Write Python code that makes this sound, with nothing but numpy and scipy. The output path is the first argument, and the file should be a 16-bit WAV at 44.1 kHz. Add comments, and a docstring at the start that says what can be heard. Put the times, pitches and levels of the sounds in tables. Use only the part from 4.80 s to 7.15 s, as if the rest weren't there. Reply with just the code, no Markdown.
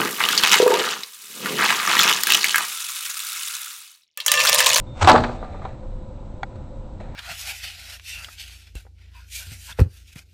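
"""A plywood crate lid is forced up close to a small microphone: it scrapes, thumps, bangs and rattles.
Each blow rings the boards and the crate's modes; the bang clips the microphone and dies away in the room.
The steel hasp squeaks under load and clinks when struck.
Soft rubs and a dry tick follow, over low rumble, a deep drone and a faint hum."""
import sys
import numpy as np
from scipy import signal
from scipy.fft import rfft, irfft, next_fast_len
from scipy.io import wavfile
from scipy.ndimage import map_coordinates

SR = 44100
rng = np.random.default_rng(int(sys.argv[2]) if len(sys.argv) > 2 else 0)


def wav_record(signal):
    """Record a signal, one row per channel, as 16-bit PCM in the file named by sys.argv[1]."""
    frames = np.transpose(np.atleast_2d(signal))
    bounded = np.clip(frames, -1, 1)
    # unit amplitude maps onto the largest positive 16-bit level
    quanta = np.round(bounded * 32767).astype(np.int16)
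    wavfile.write(sys.argv[1], SR, quanta)


N = 103635
T = np.arange(N) / SR

# dense ring of the boards (frequency [Hz], relative density [dB])
BOARD_SPECTRUM = [(60, -6), (150, -1.5), (400, -7.5), (500, 2), (700, 3), (1250, 1.5), (1900, -8.5),
                  (3000, -18), (4000, -11), (5200, -26), (8500, -28)]


def amp(db):
    """Decibels to gain."""
    return 10 ** (np.asarray(db) / 20)


def unit(x):
    """Scale to rms 1."""
    return x / np.sqrt(np.mean(x ** 2) + 1e-20)


def along(points, hz):
    """Interpolate (frequency [Hz], value) points on a log axis."""
    knots_hz, values = np.transpose(points)
    return np.interp(np.log(hz + 1), np.log(knots_hz + 1), values)


def filtered(x, response):
    """Zero-phase filter with gain response(hz)."""
    size = next_fast_len(N + SR // 2)
    return irfft(rfft(x, size) * response(np.fft.rfftfreq(size, 1 / SR)), size)[:N]


def noise(spectrum):
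    """Coloured noise, rms 1."""
    return unit(filtered(rng.standard_normal(N), lambda hz: amp(along(spectrum, hz))))


def wobble(knots_per_s):
    """Smooth random curve."""
    return map_coordinates(rng.standard_normal(int(N * knots_per_s / SR) + 4), [T * knots_per_s])


def fade(t, t60_s):
    """Free decay from t = 0."""
    return np.exp(-np.log(1000) * np.maximum(t, 0) / t60_s)


def swell(start_s, rise_s, hold_s, t60_s):
    """Linear rise; decay begins hold_s after the start."""
    return np.clip((T - start_s) / rise_s, 0, 1) * fade(T - start_s - hold_s, t60_s)


def delayed(x, start_s):
    """Place x on the timeline."""
    return np.pad(x, (round(start_s * SR), N))[:N]


def ring(modes, scatter_db):
    """1 s of struck modes, levels scattered per strike."""
    t = T[:SR]
    return sum(amp(db + scatter_db * rng.standard_normal()) * fade(t, t60_s) * np.sin(2 * np.pi * hz * t)
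               for hz, db, t60_s in modes)


def friction(spectrum, slips_per_s, hiss_gain):
    """Tiny random slips over smooth hiss, rms 1."""
    slips = (rng.random(N) < slips_per_s / SR) * rng.standard_normal(N)
    force = unit(slips) + hiss_gain * rng.standard_normal(N)
    return unit(filtered(force, lambda hz: amp(along(spectrum, hz))))


def in_room(x, tail_db=-16, rise_s=.012):
    """Add a diffuse tail with frequency-dependent decay."""
    # reverberation (frequency [Hz], t60 [s])
    decay_times = [(100, 1), (500, 0.79), (1200, 0.48), (3000, 0.57), (8000, 0.6)]
    hz, t, bands = signal.stft(rng.standard_normal(SR), SR, nperseg=256)
    bands = bands * fade(t, along(decay_times, hz)[:, None])
    tail = signal.istft(bands, SR, nperseg=256)[1][:SR] * (1 - np.exp(-T[:SR] / rise_s))
    return x + amp(tail_db) * signal.fftconvolve(x, tail / np.linalg.norm(tail))[:N]


def room_tone(rumble_db=-35, drone_hz=32.6, whine_hz=7700, whine_db=-74.5):
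    """Low rumble, wavering hum, deep swelling drone and faint whine."""
    # rumble (frequency [Hz], relative density [dB])
    rumble_spectrum = [(20, -8), (33, -3), (50, -8.5), (90, -7), (130, -12), (170, -20), (220, -18.5),
                       (280, -24.5), (370, -24), (450, -33), (530, -19), (660, -31), (1000, -31),
                       (1100, -40.5), (1300, -38.5), (1700, -49.5), (2600, -51.5), (3200, -54),
                       (3900, -49.5), (4600, -58.5), (5500, -60), (8400, -61)]
    # hum tones (frequency [Hz], level [dB])
    hum_tones = [(205, -50.5), (301.5, -59.5), (513, -51), (802, -69.5), (987, -60.5)]
    # drone envelope (time [s], relative level [dB])
    drone_levels = [(0.0, -21.5), (0.12, -69), (0.24, -40), (0.28, -58), (0.44, -28.5), (0.93, -47),
                    (1.12, -26), (1.41, -49), (1.45, -35.5), (1.9, -43), (1.97, -33.5), (2.35, -37)]
    hum = sum(amp(db + 2.01 * wobble(6.14)) * np.sin(2 * np.pi * hz * T + .9 * wobble(8.1))
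              for hz, db in hum_tones)
    drone_db = np.interp(T, *np.transpose(drone_levels)) + .5
    drone = amp(drone_db) * np.sin(2 * np.pi * drone_hz * T + .66 * wobble(6.7))
    whine = amp(whine_db) * np.sin(2 * np.pi * whine_hz * T)
    return amp(rumble_db) * noise(rumble_spectrum) + hum + drone + whine


def soft_rubs():
    """Brief swells of light friction."""
    # rubs (start [s], rise [s], hold [s], t60 [s], level [dB])
    rubs = [(0.567, .04, 0.23, 0.7, -44), (0.812, 0.021, 0.09, 0.33, -47), (1.688, .02, .14, .3, -55),
            (2.198, 0.007, .015, .08, -37), (2.22, 0.015, .13, .4, -47)]
    # rub friction (frequency [Hz], relative density [dB])
    spectrum = [(400, -3.5), (600, 5), (780, 3), (1100, -16), (1300, -6.5), (1470, -10.5), (1800, -12),
                (2400, -15), (3100, -26), (3950, -17.5), (4700, -33), (8000, -32.5)]
    envelope = sum(amp(db) * swell(*timing) for *timing, db in rubs)
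    return envelope * friction(spectrum, slips_per_s=1000, hiss_gain=1.3)


def dry_tick(start_s=1.6312, gain_db=-15, rise_s=.0011):
    """Close tick: fast-damped modes plus a woody crack."""
    # tick modes (frequency [Hz], relative level [dB], t60 [s])
    modes = [(796, 1, .028), (884, -13, 0.051), (1422, 2.5, 0.017), (1560, -7, 0.023), (1940, -8, 0.025),
             (2210, -7.5, 0.025), (3400, -12, .015), (4449, -23, 0.019), (6600, -23.5, 0.015)]
    body = ring(modes, scatter_db=.5)
    crack = amp(-8) * noise(BOARD_SPECTRUM)[:SR] * fade(T[:SR], t60_s=.022)
    attack = 1 - np.exp(-T[:SR] / rise_s)
    return amp(gain_db) * delayed((body + crack) * attack, start_s)


def hasp(squeak_hz=3620):
    """Steel squeaks thinly under load; struck, it snaps and rings."""
    # squeaks (start [s], hold [s], level [dB])
    squeaks = [(.066, .14, -55), (.58, .03, -60), (.72, .06, -62)]
    # strikes (time [s], gain [dB])
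    strikes = [(0.3168, -22.5), (0.375, -41)]
    # steel modes (frequency [Hz], relative level [dB], t60 [s])
    modes = [(3450, -14, .05), (3940, -10, .05), (4185, -7, .11), (4370, -8, .05), (4700, -12, .04)]
    # contact snap (frequency [Hz], relative density [dB])
    snap_spectrum = [(1500, -25), (3000, -10), (4300, 0), (4800, -7), (5400, -24), (8500, -30)]
    load = sum(amp(db) * swell(start_s, rise_s=.006, hold_s=hold_s, t60_s=.22)
               for start_s, hold_s, db in squeaks)
    squeak = load * np.sin(2 * np.pi * squeak_hz * T + .71 * wobble(220))
    snap = amp(15) * noise(snap_spectrum)[:SR] * fade(T[:SR], t60_s=.016)
    clinks = sum(amp(db) * delayed(ring(modes, scatter_db=0) + snap, start_s) for start_s, db in strikes)
    return in_room(clinks + squeak)


def lid_scrape():
    """The lid drags on the rim, wood on wood."""
    # scrape envelope (time [s], level [dB])
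    levels = [(.135, -63), (.175, -44), (.209, -34), (.215, -21), (.228, -16), (.237, -26.5), (.26, -25),
              (.33, -28), (.42, -44.5), (.56, -47.5), (.62, -78)]
    # wood friction (frequency [Hz], relative density [dB])
    spectrum = [(180, -41.5), (300, -17), (612, -7), (755, 0.5), (1120, -5.5), (1590, -8), (1750, -21.5),
                (2130, -11.5), (5140, -24), (8500, -25), (11000, -67), (18700, -120)]
    envelope = amp(np.interp(T, *np.transpose(levels), right=-120))
    return in_room(envelope * friction(spectrum, slips_per_s=2500, hiss_gain=.6))


def lid_thump(start_s=.2135, flex_hz=93, flex_db=-12.5, boom_db=-23.5):
    """The lid flexes as it breaks free; a hollow boom lingers in the box."""
    # box boom (frequency [Hz], relative density [dB])
    boom_spectrum = [(40, -19.5), (70, -7.5), (100, -1.5), (150, -7.5), (230, -9.5), (350, -9.5),
                     (480, -14), (1000, -61.5)]
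    flex = np.sin(2 * np.pi * flex_hz * (T - start_s))
    thump = amp(flex_db) * swell(start_s, rise_s=.027, hold_s=.039, t60_s=.16) * flex
    boom = amp(boom_db) * swell(start_s, rise_s=.042, hold_s=.21, t60_s=.36) * noise(boom_spectrum)
    return thump + boom


def lid_blows(modes_db=-18.5, contact_s=.00034):
    """Blows ring the boards and crate modes, each with its own loudness, brightness and bass cut."""
    # lid on crate (time [s], gain at 1 kHz [dB], tilt above 400 Hz [dB/octave], high-pass [Hz])
    blows = [(.2235, -22, 6.5, 440), (0.2456, -12, 1.5, 686), (0.2737, 3.5, -1, 348.3),
             (.2865, 3, -1, 443.3), (.2955, 2.5, -1, 550), (0.3097, -5, -5.5, 300), (0.328, -20, 4, 300),
             (0.3432, -9, -14, 500), (0.3526, -7, -5.5, 548.4), (.3595, -5, -5, 850),
             (.378, -16, -1.5, 300), (.403, -23.5, 0, 250), (0.4374, -11.5, -2.5, 1040),
             (0.4421, -14, -4.5, 1030), (.492, -23.5, -10.5, 550), (.628, -28, -7, 496),
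             (.645, -36, -2.5, 400), (.746, -36, -14, 450), (0.818, -35.5, -4.5, 600), (.851, -22, -6, 766),
             (1.031, -41, -8.5, 600), (1.757, -46, 1, 800)]
    # crate modes (frequency [Hz], relative level [dB], t60 [s])
    modes = [(240, -10, 0.7), (319, -6.5, .25), (557, -9, .2), (636, -10.5, 0.23), (764, -1.5, 0.27),
             (867, -4.5, 0.2), (981, -8, 0.18), (988, -12.5, 0.34), (1194.5, 0.5, 0.23),
             (1310, -13.5, 0.23), (1504, -23.5, 0.26), (1752, -13, 0.31), (2027, -18.5, 0.14),
             (2526, -16.5, .25), (2833, -28, 0.073)]
    attack = 1 - np.exp(-T[:SR] / contact_s)
    decay = fade(T[:SR], t60_s=.052)
    out = np.zeros(N)
    for start_s, db, tilt, highpass_hz in blows:
        boards = unit(noise(BOARD_SPECTRUM)[:SR] * decay) * np.sqrt(np.mean(decay ** 2))
        crate = amp(modes_db) * ring(modes, scatter_db=5.5)
        blow = delayed((boards + crate) * attack, start_s)
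        blow = signal.sosfilt(signal.butter(2, highpass_hz, "high", fs=SR, output="sos"), blow)
        blow = filtered(blow, lambda hz: amp(tilt * np.log2(np.maximum(hz, 400) / 1000)))
        out += in_room(amp(db) * blow)
    return out


def scene():
    """Mono sum at the microphone."""
    lid = lid_blows() + lid_scrape() + lid_thump()
    return (lid + hasp() + dry_tick() + soft_rubs() + room_tone())[None]


def record(dry, mic_cutoff_hz=8555, clip_level=.71, output_cutoff_hz=15800):
    """Narrow-band microphone that clips on the bang."""
    narrow = filtered(dry[0], lambda hz: np.clip((mic_cutoff_hz - hz) / 200 + .5, 0, 1))
    clipped = narrow / (1 + np.abs(narrow / clip_level) ** 16) ** (1 / 16)
    return filtered(clipped, lambda hz: hz < output_cutoff_hz)[None]


dry = scene()
out = record(dry)
wav_record(out)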